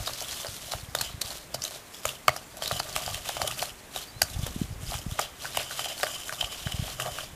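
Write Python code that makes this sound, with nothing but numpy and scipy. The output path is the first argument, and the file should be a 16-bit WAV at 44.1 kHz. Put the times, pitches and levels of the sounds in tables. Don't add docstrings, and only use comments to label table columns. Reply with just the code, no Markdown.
import sys
import numpy as np
from scipy import signal
from scipy.fft import rfft, irfft, next_fast_len
from scipy.io import wavfile
from scipy.ndimage import uniform_filter1d

SR = 44100
rng = np.random.default_rng(int(sys.argv[2]) if len(sys.argv) > 2 else 0)


def master(y):
    cut = np.clip(np.atleast_2d(y).T, -1, 1)
    pcm = np.round(cut * 32767)
    wavfile.write(sys.argv[1], SR, pcm.astype(np.int16))


def gain_from_decibels(decibels):
    exponent = np.asarray(decibels, float) / 20
    return 10 ** exponent


N = 324135

# frequency_hz, density_db (per Hz)
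HISS_SPECTRUM = [(18, -27), (30, 3), (120, 3.5), (369, 2.5), (639, 0), (921, -0.5), (1470, -2.5),
                 (2020, -2), (2990, -7.5), (4420, -12), (7080, -8.5), (14000, -14.5), (15500, -14.5)]
# frequency_hz, t60_s
ROOM_DECAY = [(200, 0.66), (1000, 0.22), (4000, 0.24), (12000, 0.068)]
# time_s, pitch_hz, level_db
WHISTLES = [
    [(2.43, 7100, -62), (2.46, 7350, -60), (2.52, 7200, -68)],
    [(4.068, 4480, -62), (4.082, 4700, -52), (4.102, 4690, -51), (4.115, 4400, -54)],
    [(4.125, 3850, -60), (4.16, 4000, -58), (4.178, 4080, -51), (4.2, 4200, -58)],
]
# frequency_hz, density_db (per Hz)
AIR_SPECTRUM = [(12, -35), (20, 1), (60, 5), (102, -2.5), (135, -5), (258, -12.5), (357, -22.5), (500, -23),
                (650, -47), (1100, -120)]
# time_s, level_db
RUMBLE_LEVEL = [(0.0, -57), (0.76, -54), (1.06, -50), (1.23, -57), (1.58, -53), (1.76, -72), (2.58, -60),
                (2.78, -52), (3.28, -52.5), (3.81, -60), (3.97, -60), (4.22, -52), (4.36, -38), (4.52, -39),
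                (4.97, -43.5), (5.22, -56.5), (5.89, -62.5), (6.92, -44.5), (7.02, -58), (7.35, -45.5)]
# centre_s, peak_db, pitch_hz
PUFFS = [(0.007, -28, 90), (0.022, -32, 80), (0.49, -34.5, 100), (0.753, -31.5, 85), (0.834, -33, 101),
         (0.889, -34, 119), (1.024, -34, 119), (1.146, -29.5, 101), (1.18, -37, 110), (1.251, -35, 98),
         (1.551, -36, 152), (2.062, -32.5, 90), (2.3, -33, 82.5), (2.727, -27.5, 116), (2.748, -32, 115),
         (2.77, -35, 110), (3.075, -32, 121), (3.115, -34, 110), (3.135, -35, 100), (3.156, -33, 84),
         (3.433, -30.5, 108), (4.166, -33.5, 108), (4.234, -29, 104), (4.316, -34, 85), (4.365, -24, 90),
         (4.393, -22.5, 120), (4.435, -21.5, 110), (4.472, -33, 98), (4.563, -22, 213), (4.617, -15, 193),
         (4.643, -28, 94), (4.712, -28, 110), (4.834, -30, 116), (4.954, -28.5, 106), (5.066, -23, 166),
         (5.084, -30, 48.3), (5.123, -23.5, 106), (5.585, -35, 124), (6.44, -34, 70), (6.667, -20.5, 128),
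         (6.745, -24.5, 103), (6.797, -18.5, 115), (6.826, -23, 124), (7.06, -35, 112)]
# frequency_hz, width_hz, thud_db (under a 0 dB knock)
TABLE_MODE = (127.8, 13.4, -31.5)
# frequency_hz, width_hz, gain_db
BOWL_MODES = [(420, 30, -4), (634, 69, 2.5), (726, 105, 1.5), (1180, 102, 4), (1500, 56, -2),
              (1830, 104, -13), (2182, 52, -12.5)]
# frequency_hz, width_hz, gain_db
BLADE_MODES = [(3060, 150, -6), (4900, 250, -14), (7050, 300, -17)]
# frequency_hz, density_db (per Hz)
GRIT_SPECTRUM = [(880, -5), (1500, -1.5), (2090, -8.5), (3000, -4.5), (4350, -7.5), (4890, -4), (5830, 1),
                 (11700, -0.5), (14300, -5), (15500, -15)]
# contact_s, glass_peak_db, low_hz, upper_hz, upper_gain_db (of the upper response)
KNOCKS = [(0.077, -19, 664, 1060, 14), (0.095, -25, 640, 1120, -1), (0.215, -29.5, 660, 1470, -24),
          (0.447, -23, 610, 1150, -19), (0.468, -32, 576, 1240, -23), (0.72, -26.5, 751, 1210, -7),
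          (0.736, -16.5, 662, 1060, -29), (0.95, -12.5, 574, 1160, -9), (1.011, -21.5, 710, 1550, -15),
          (1.218, -31, 584, 1200, -11), (1.311, -28.5, 630, 1420, -13), (1.545, -20.5, 600, 1290, -16),
          (2.053, -10.5, 626, 1060, 7), (2.281, 0.5, 670, 1180, 17), (2.291, -12, 654, 2030, 21),
          (2.363, -22, 744, 1180, 2), (2.622, -22.5, 613, 1170, -26), (2.712, -13.5, 625, 1130, 5),
          (2.8, -12, 704, 1110, -24), (2.963, -15, 666, 1150, 7), (3.078, -22, 710, 1180, -16),
          (3.293, -18, 697, 1180, -7), (3.368, -17, 644, 1100, -30), (3.416, -11.5, 730, 1130, -2),
          (3.625, -17.5, 670, 1180, -25), (3.961, -22.5, 710, 1260, -25), (4.217, -8, 640, 1480, 13.5),
          (4.465, -23.5, 516, 1660, -13), (4.92, -25.5, 727, 1170, -14), (4.941, -21.5, 760, 1110, -7),
          (5.191, -12, 770, 1160, 11), (5.196, -14.5, 690, 1220, -20), (5.447, -22.5, 830, 1500, 1),
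          (5.454, -20, 736, 1500, 31), (5.548, -26.5, 681, 1140, 1), (5.573, -12.5, 700, 1870, 2),
          (5.71, -24.5, 636, 1520, 33), (5.793, -18.5, 784, 1150, 7), (5.859, -21, 716, 1130, -23),
          (6.0, -25, 830, 1480, 12), (6.031, -9, 706, 1400, 17), (6.036, -12, 641, 1230, 6),
          (6.067, -19, 607, 1490, 18), (6.294, -21.5, 616, 1560, 31), (6.325, -19.5, 644, 1150, 22),
          (6.41, -28, 719, 1420, 6), (6.427, -24.5, 690, 1430, -12), (6.671, -20.5, 664, 1410, 13),
          (6.88, -26, 750, 1180, -2), (6.999, -16.5, 630, 1150, 12), (7.061, -22, 624, 1130, -30),
          (7.186, -19.5, 627, 1410, 26)]
# contact_s, peak_db, tick_hz, snap_over_tick_db, contact_ms
CRACKS = [(0.0715, -18.5, 3900, -9, 3.9), (0.2054, -22, 5650, -5, 1.1), (0.2215, -24, 6680, 10, 2.6),
          (0.1337, -26, 4930, -3, 1.9), (0.3088, -28, 4690, -8, 2.0), (0.3311, -30, 4200, -18, 1.8),
          (0.4, -28, 3240, -3, 1.4), (0.4673, -25, 5000, -8, 1.7), (0.7188, -17.5, 4000, -6, 1.4),
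          (0.9498, -12.5, 3520, 1, 2.1), (0.9867, -19, 4250, -11, 1.3), (1.0105, -13.5, 4270, 2, 3.3),
          (1.2133, -13, 4180, 0.5, 4), (1.3044, -23.5, 4270, -6, 1.5), (1.5423, -19.5, 4680, -2, 4.2),
          (1.6197, -21, 5350, -18, 1.4), (1.6384, -16.5, 6400, -5, 1.5), (1.6498, -18, 3900, -5, 1.6),
          (1.6777, -26, 4100, 0.0, 2.9), (2.0533, -16.5, 7200, 1, 2.1), (2.089, -20.5, 2970, -3, 2.9),
          (2.2805, -8.5, 4440, -2.5, 1.35), (2.363, -23, 5200, 2, 2.4), (2.5696, -28.5, 3990, 17, 1.2),
          (2.6219, -20.5, 3220, -2, 1.5), (2.636, -21, 4500, -6, 1.2), (2.659, -15.5, 3810, -13, 0.64),
          (2.6762, -17, 4060, -4, 2.7), (2.7162, -19.5, 3900, -3, 2.3), (2.7934, -19, 4460, -6, 5.5),
          (2.9619, -12, 2770, 4.5, 1.3), (3.0619, -21, 4800, -4, 1.4), (3.1448, -18.5, 3000, -5, 1.2),
          (3.2889, -18.5, 3600, 1, 1.7), (3.4171, -14.5, 4730, -3, 1.3), (3.474, -13.5, 3360, 2, 3.3),
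          (3.5111, -18, 2800, -5, 1.8), (3.5937, -21.5, 2860, -14, 1.8), (3.9602, -19.5, 3830, -3, 2),
          (4.2174, -4.5, 4770, 1.5, 2.4), (4.2274, -20, 6590, 0, 2.6), (4.2348, -25, 5210, 7, 1.5),
          (4.4633, -23, 3230, 7, 3.9), (4.9407, -27, 2470, 1, 2.2), (5.1934, -14, 6600, 5, 1.6),
          (5.2124, -22, 5070, 0.0, 3), (5.548, -29, 2980, 3, 2.0), (5.5701, -12, 2900, -2, 2.3),
          (5.7934, -20.5, 3030, -7, 2.2), (5.8435, -21, 3140, -8, 1.6), (6.0307, -14.5, 4800, 3, 2.1),
          (6.0688, -28, 3040, -2, 2), (6.4077, -13.5, 3100, -30, 3.7), (6.425, -30, 2950, 2, 1.6),
          (6.4426, -19.5, 3100, -20, 3.3), (6.7195, -21, 3000, -7, 2.2), (6.998, -21, 2980, -2, 4.4),
          (7.0204, -20.5, 3070, -2, 2.1)]
# start_s, length_s, grit_db, bowl_db, ring_db, ring_hz (as the blade bends)
STROKES = [(-.05, 0.3, -41, -49.5, -43, 3930), (0.287, 0.33, -40.5, -55.5, -45, 4030),
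           (0.66, 0.1, -43.5, -57, -46.5, 3870), (0.793, 0.063, -53, -67, -69, 3500),
           (0.98, 0.048, -45.5, -46.5, -44.5, 4020), (1.025, 0.047, -48.5, -65, -39.5, 3050),
           (1.25, 0.11, -44.5, -54.5, -46.5, 4180), (1.55, 0.12, -56, -49, -67, 3550),
           (1.63, 0.12, -46.5, -53.5, -55, 4050), (1.72, 0.048, -53, -65, -48.5, 3800),
           (1.933, 0.065, -51.5, -71, -74, 3600), (2.064, 0.037, -40.5, -44, -43.5, 3350),
           (2.331, 0.031, -49, -51, -48, 4000), (2.546, .06, -65, -55, -58, 3700),
           (2.63, 0.057, -46, -46.5, -43, 4130), (2.716, 0.053, -41.5, -43.5, -42, 3070),
           (2.838, 0.068, -46, -48, -47, 3460), (2.956, 0.22, -41, -44.5, -40.5, 3160),
           (3.26, 0.11, -42.5, -63, -40.5, 3300), (3.412, .1, -42, -40, -44.5, 3070),
           (3.589, 0.051, -37, -43.5, -55, 3300), (3.953, 0.055, -43.5, -56, -46, 3450),
           (4.24, 0.16, -46.5, -51.5, -57, 3600), (4.418, 0.23, -46.5, -54.5, -51, 3400),
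           (4.824, 0.02, -44.5, -62, -56, 3320), (4.902, 0.077, -41.5, -54, -49, 3130),
           (5.1, 0.017, -45.5, -58, -70, 3300), (5.188, 0.049, -48, -48, -39.5, 3260),
           (5.415, 0.28, -45.5, -49, -45, 3300), (5.564, 0.054, -42.5, -50, -37, 2770),
           (5.716, .08, -42, -50, -43, 3300), (5.792, 0.12, -42.5, -51.5, -38.5, 3060),
           (5.98, 0.043, -42, -63, -52, 3320), (6.07, 0.14, -42, -48, -40.5, 3050),
           (6.27, 0.07, -41, -51, -61, 3080), (6.391, 0.096, -47.5, -45.5, -44.5, 3060),
           (6.524, 0.096, -46.5, -70, -41.5, 3260), (6.668, 0.094, -46, -48, -39, 3140),
           (6.824, 0.12, -44, -55, -43, 3370), (7.009, 0.063, -42, -37, -47.5, 2970),
           (7.125, .1, -43.5, -53, -41.5, 3230)]

HISS_DB, ECHO_DB = -49.5, -21
WAVER = 0.012
SMALL_PUFFS_PER_S, SMALL_PUFF_OVER_RUMBLE_DB = 11, 4.5
PUFF_RISE_TURNS, PUFF_FALL_TURNS, PUFF_SAG = 0.31, 0.78, 0.16
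LEAD_MS = 15
KNOCK_MS, KNOCK_MS_PER_DB = 2.57, 0.08
PUSH_DB, PUSH_PER_DB = 18, 0.72
THUD_PER_DB = 1.03
CRUMBS_PER_S, CRUMB_OVER_GRIT_DB, CRUMB_SPREAD_DB = 30, 13, 2.5
BITE_DB_PER_S, SAG_DB_PER_S, LIFT_DB_PER_S = 425, 18.5, 190
REST_DB = -63.5


def evened(x):
    return x / np.sqrt(np.mean(x ** 2) + 1e-20)


def read(points, hz):
    f, value = np.transpose(points)
    return np.interp(np.log(hz + 1), np.log(f + 1), value)


def add(mix, s, sound):
    part = mix[max(round(s * SR), 0):][:len(sound)]
    part += sound[:len(part)]


def shaped(x, response):
    size = next_fast_len(len(x))
    return irfft(rfft(x, size) * response(np.fft.rfftfreq(size, 1 / SR)), size)[:len(x)]


def with_spectrum(x, points):
    return shaped(x, lambda hz: gain_from_decibels(read(points, hz)))


def slow_noise(window):
    once = uniform_filter1d(rng.standard_normal(N), window)
    return evened(uniform_filter1d(once, window))


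def modes(table, near_hz=None, octaves=1, lift_db=0):
    def response(hz):
        total = 0
        for f, width, db in table:
            if near_hz:
                db = db + lift_db * np.exp(-(np.log2(f / near_hz) / octaves) ** 2)
            total = total + gain_from_decibels(db) * width * hz / (width * hz + 1j * (hz ** 2 - f ** 2))
        return total
    return response


def resonate(x, hz, width):
    turn = np.exp(2j * np.pi * np.cumsum(hz) / SR)
    r = np.exp(-np.pi * width / SR)
    return 2 * (turn * signal.lfilter([1 - r], [1, -r], x / turn)).real


def hiss():
    return gain_from_decibels(HISS_DB) * evened(with_spectrum(rng.standard_normal(N), HISS_SPECTRUM))


def room(x):
    taps = np.zeros(SR // 2)
    at = np.arange(300, SR // 2 - 20, 20)
    taps[at + rng.integers(0, 20, len(at))] = rng.choice([-1., 1.], len(at))
    hz, t, z = signal.stft(taps, SR, nperseg=256)
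    t60 = np.maximum(read(ROOM_DECAY, hz), .02)[:, None]
    tail = signal.istft(z * gain_from_decibels(-60 * t / t60), SR, nperseg=256)[1]
    return signal.fftconvolve(x, tail / np.linalg.norm(tail))[:N]


def bird():
    out = np.zeros(N)
    for rows in WHISTLES:
        s, hz, db = np.transpose(rows)
        t = np.arange(s[0], s[-1], 1 / SR)
        waver = 1 + WAVER * evened(uniform_filter1d(rng.standard_normal(len(t)), 120))
        cycles = np.cumsum(np.interp(t, s, hz) * waver) / SR
        tone = np.sqrt(2) * np.sin(2 * np.pi * cycles)
        add(out, s[0], gain_from_decibels(np.interp(t, s, db)) * tone * signal.windows.tukey(len(t), .3))
    return out


def puff(hz, turn):
    turns = np.arange(-int(2 * SR / hz), int(2 * SR / hz)) * hz / SR
    envelope = np.exp(-(turns / np.where(turns < 0, PUFF_RISE_TURNS, PUFF_FALL_TURNS)) ** 2)
    return envelope * np.cos(2 * np.pi * (turns - PUFF_SAG * turns ** 2 + turn))


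def air():
    lumpy = rng.standard_normal(N) * gain_from_decibels(3.7 * slow_noise(900))
    rumble_db = np.interp(np.arange(N) / SR, *np.transpose(RUMBLE_LEVEL))
    out = gain_from_decibels(rumble_db) * evened(with_spectrum(lumpy, AIR_SPECTRUM))
    small = [(a * N / SR, rumble_db[int(a * N)] + SMALL_PUFF_OVER_RUMBLE_DB + 6 * b, 80 + 55 * c)
             for a, b, c in rng.random((round(SMALL_PUFFS_PER_S * N / SR), 3))]
    puffs = PUFFS + small
    for (s, db, hz), turn in zip(puffs, rng.random(len(puffs))):
        start = s - 2 / hz
        add(out, start, gain_from_decibels(db) * puff(hz, turn)[max(round(-start * SR), 0):])
    return out


def contact(contact_ms, db, push, rebound_db, chance):
    ms = np.arange(len(chance)) * 1000 / SR - LEAD_MS
    span = max(contact_ms, .4)
    rattle = np.exp(-((ms - 0.86 * span) / span) ** 2 * np.where(ms < .8 * span, 1.6, 1))
    yielding = gain_from_decibels(min(-47 - db, -8)) * np.exp(-abs(ms) / 19.5)
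    rebound = gain_from_decibels(rebound_db - 0.44 * db) * np.exp(-((ms - 12) / 5.8) ** 2) * (ms > 0)
    blow = np.exp(-((ms - .5 * span) / .07) ** 2)
    return chance * (rattle + yielding + rebound) + push * blow


def table_thud(db, samples):
    hz, width, thud_db = TABLE_MODE
    t = np.maximum(np.arange(samples) / SR - LEAD_MS / 1000, 0)
    return gain_from_decibels(thud_db + THUD_PER_DB * db) * np.sin(2 * np.pi * hz * t) * np.exp(-np.pi * width * t)


def knock(db, low_hz, upper_hz, upper_db, chance):
    low = modes([(low_hz, 200, 0)] + BOWL_MODES, low_hz, 0.16, lift_db=28.5)
    upper = modes([(upper_hz, 250, 0)] + BOWL_MODES, upper_hz, 0.25, lift_db=14)
    rim = modes(BOWL_MODES[-1:], BOWL_MODES[-1][0], lift_db=47.0 + 7.8 * db)
    push = gain_from_decibels(PUSH_DB + PUSH_PER_DB * db)
    force = contact(KNOCK_MS + KNOCK_MS_PER_DB * db, db, push, -25.5, chance)

    def glass_response(f):
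        radiated = f ** 2 / (f ** 2 + 480 ** 2)
        return radiated * (low(f) + gain_from_decibels(upper_db) * upper(f) + rim(f))

    glass = shaped(force, glass_response)
    return gain_from_decibels(db) * glass / abs(glass).max() + table_thud(db, len(chance))


def crack(db, hz, snap_db, contact_ms, chance):
    force = contact(contact_ms, db, 0, -23.5, chance)
    tick = shaped(force, modes([(hz, 0.08 * hz, 0)] + BLADE_MODES, hz, 0.077, lift_db=4))
    snap = with_spectrum(force, GRIT_SPECTRUM)
    both = evened(tick) + gain_from_decibels(snap_db) * evened(snap)
    return gain_from_decibels(db) * both / abs(both).max()


def crumbs():
    grit_db = strokes()[0]
    rows = []
    for a, b, c, d, e in rng.random((round(CRUMBS_PER_S * N / SR), 5)):
        db = grit_db[int(a * N)] + CRUMB_OVER_GRIT_DB - CRUMB_SPREAD_DB * np.log(1 - .95 * b)
        rows.append((a * N / SR, db, 2900 * gain_from_decibels(5.0 * c), -8 + 12 * d, .6 + 1.6 * e))
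    return rows


def knocks():
    out = np.zeros(N)
    for table, sound in ((KNOCKS, knock), (CRACKS + crumbs(), crack)):
        for (s, *row), chance in zip(table, rng.standard_normal((len(table), 3000))):
            add(out, s - LEAD_MS / 1000, sound(*row, chance))
    return out


def strokes():
    t = np.arange(N) / SR
    power = np.full((3, N), gain_from_decibels(2 * REST_DB))
    for s, length, *levels_db, _ in STROKES:
        shape_db = (-BITE_DB_PER_S * np.maximum(s - t, 0) - SAG_DB_PER_S * np.clip(t - s, 0, length)
                    - LIFT_DB_PER_S * np.maximum(t - s - length, 0))
        near = shape_db > -40
        power[:, near] += gain_from_decibels(2 * (shape_db[near] + np.array(levels_db)[:, None]))
    s, length, *_, hz = np.transpose(STROKES)
    return *(10 * np.log10(power)), np.interp(t, s + length / 2, hz)


def grains(per_s, spread_db, low_hz, high_hz, cycles):
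    struck = rng.random(N) < per_s / SR
    size = gain_from_decibels(spread_db * np.minimum(rng.exponential(1, N), 3.5)) * struck
    kind, out = rng.integers(0, 16, N), np.zeros(N)
    for k, hz in enumerate(np.geomspace(low_hz, high_hz, 16)):
        turns = np.arange(256) * hz / SR
        grain = turns * np.exp(-turns / cycles) * np.sin(2 * np.pi * turns)
        out += signal.oaconvolve(size * (kind == k), grain)[:N]
    return evened(out)


def scrape():
    grit_db, bowl_db, ring_db, ring_hz = strokes()
    judder = gain_from_decibels(1.46 * slow_noise(500))
    rub = rng.standard_normal(N)
    fine = judder * (grains(1500, 4.6, 2350, 11400, cycles=0.5) + rub)
    coarse = judder * (grains(400, 3.96, 539, 3420, cycles=0.82) + 1.88 * rub)
    grit = evened(with_spectrum(fine, GRIT_SPECTRUM))
    table = evened(shaped(rub, modes([TABLE_MODE])))
    bowl = evened(shaped(coarse, modes(BOWL_MODES))) + 0.44 * table
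    blade_hz = BLADE_MODES[0][0]
    sharp = np.exp(-((ring_hz - blade_hz) / 170) ** 2)
    wide = evened(resonate(coarse, ring_hz, 1400))
    clear = evened(shaped(judder * coarse, modes(BLADE_MODES, blade_hz, .3, lift_db=1.0)))
    ring = (1 - .8 * sharp) * wide + sharp * clear
    return gain_from_decibels(grit_db) * grit + gain_from_decibels(bowl_db) * bowl + gain_from_decibels(ring_db) * ring


def scene():
    near = scrape() + knocks()
    return (near + gain_from_decibels(ECHO_DB) * room(near) + bird() + air() + hiss())[None]


def band_limit(x):
    return signal.sosfilt(signal.butter(12, 16320, fs=SR, output="sos"), x)


def record(dry):
    edge = signal.firwin(601, 15150, window=("kaiser", 5), fs=SR)
    mix = signal.oaconvolve(dry, edge[None], "same")
    return band_limit(mix)


dry = scene()
out = record(dry)
master(out)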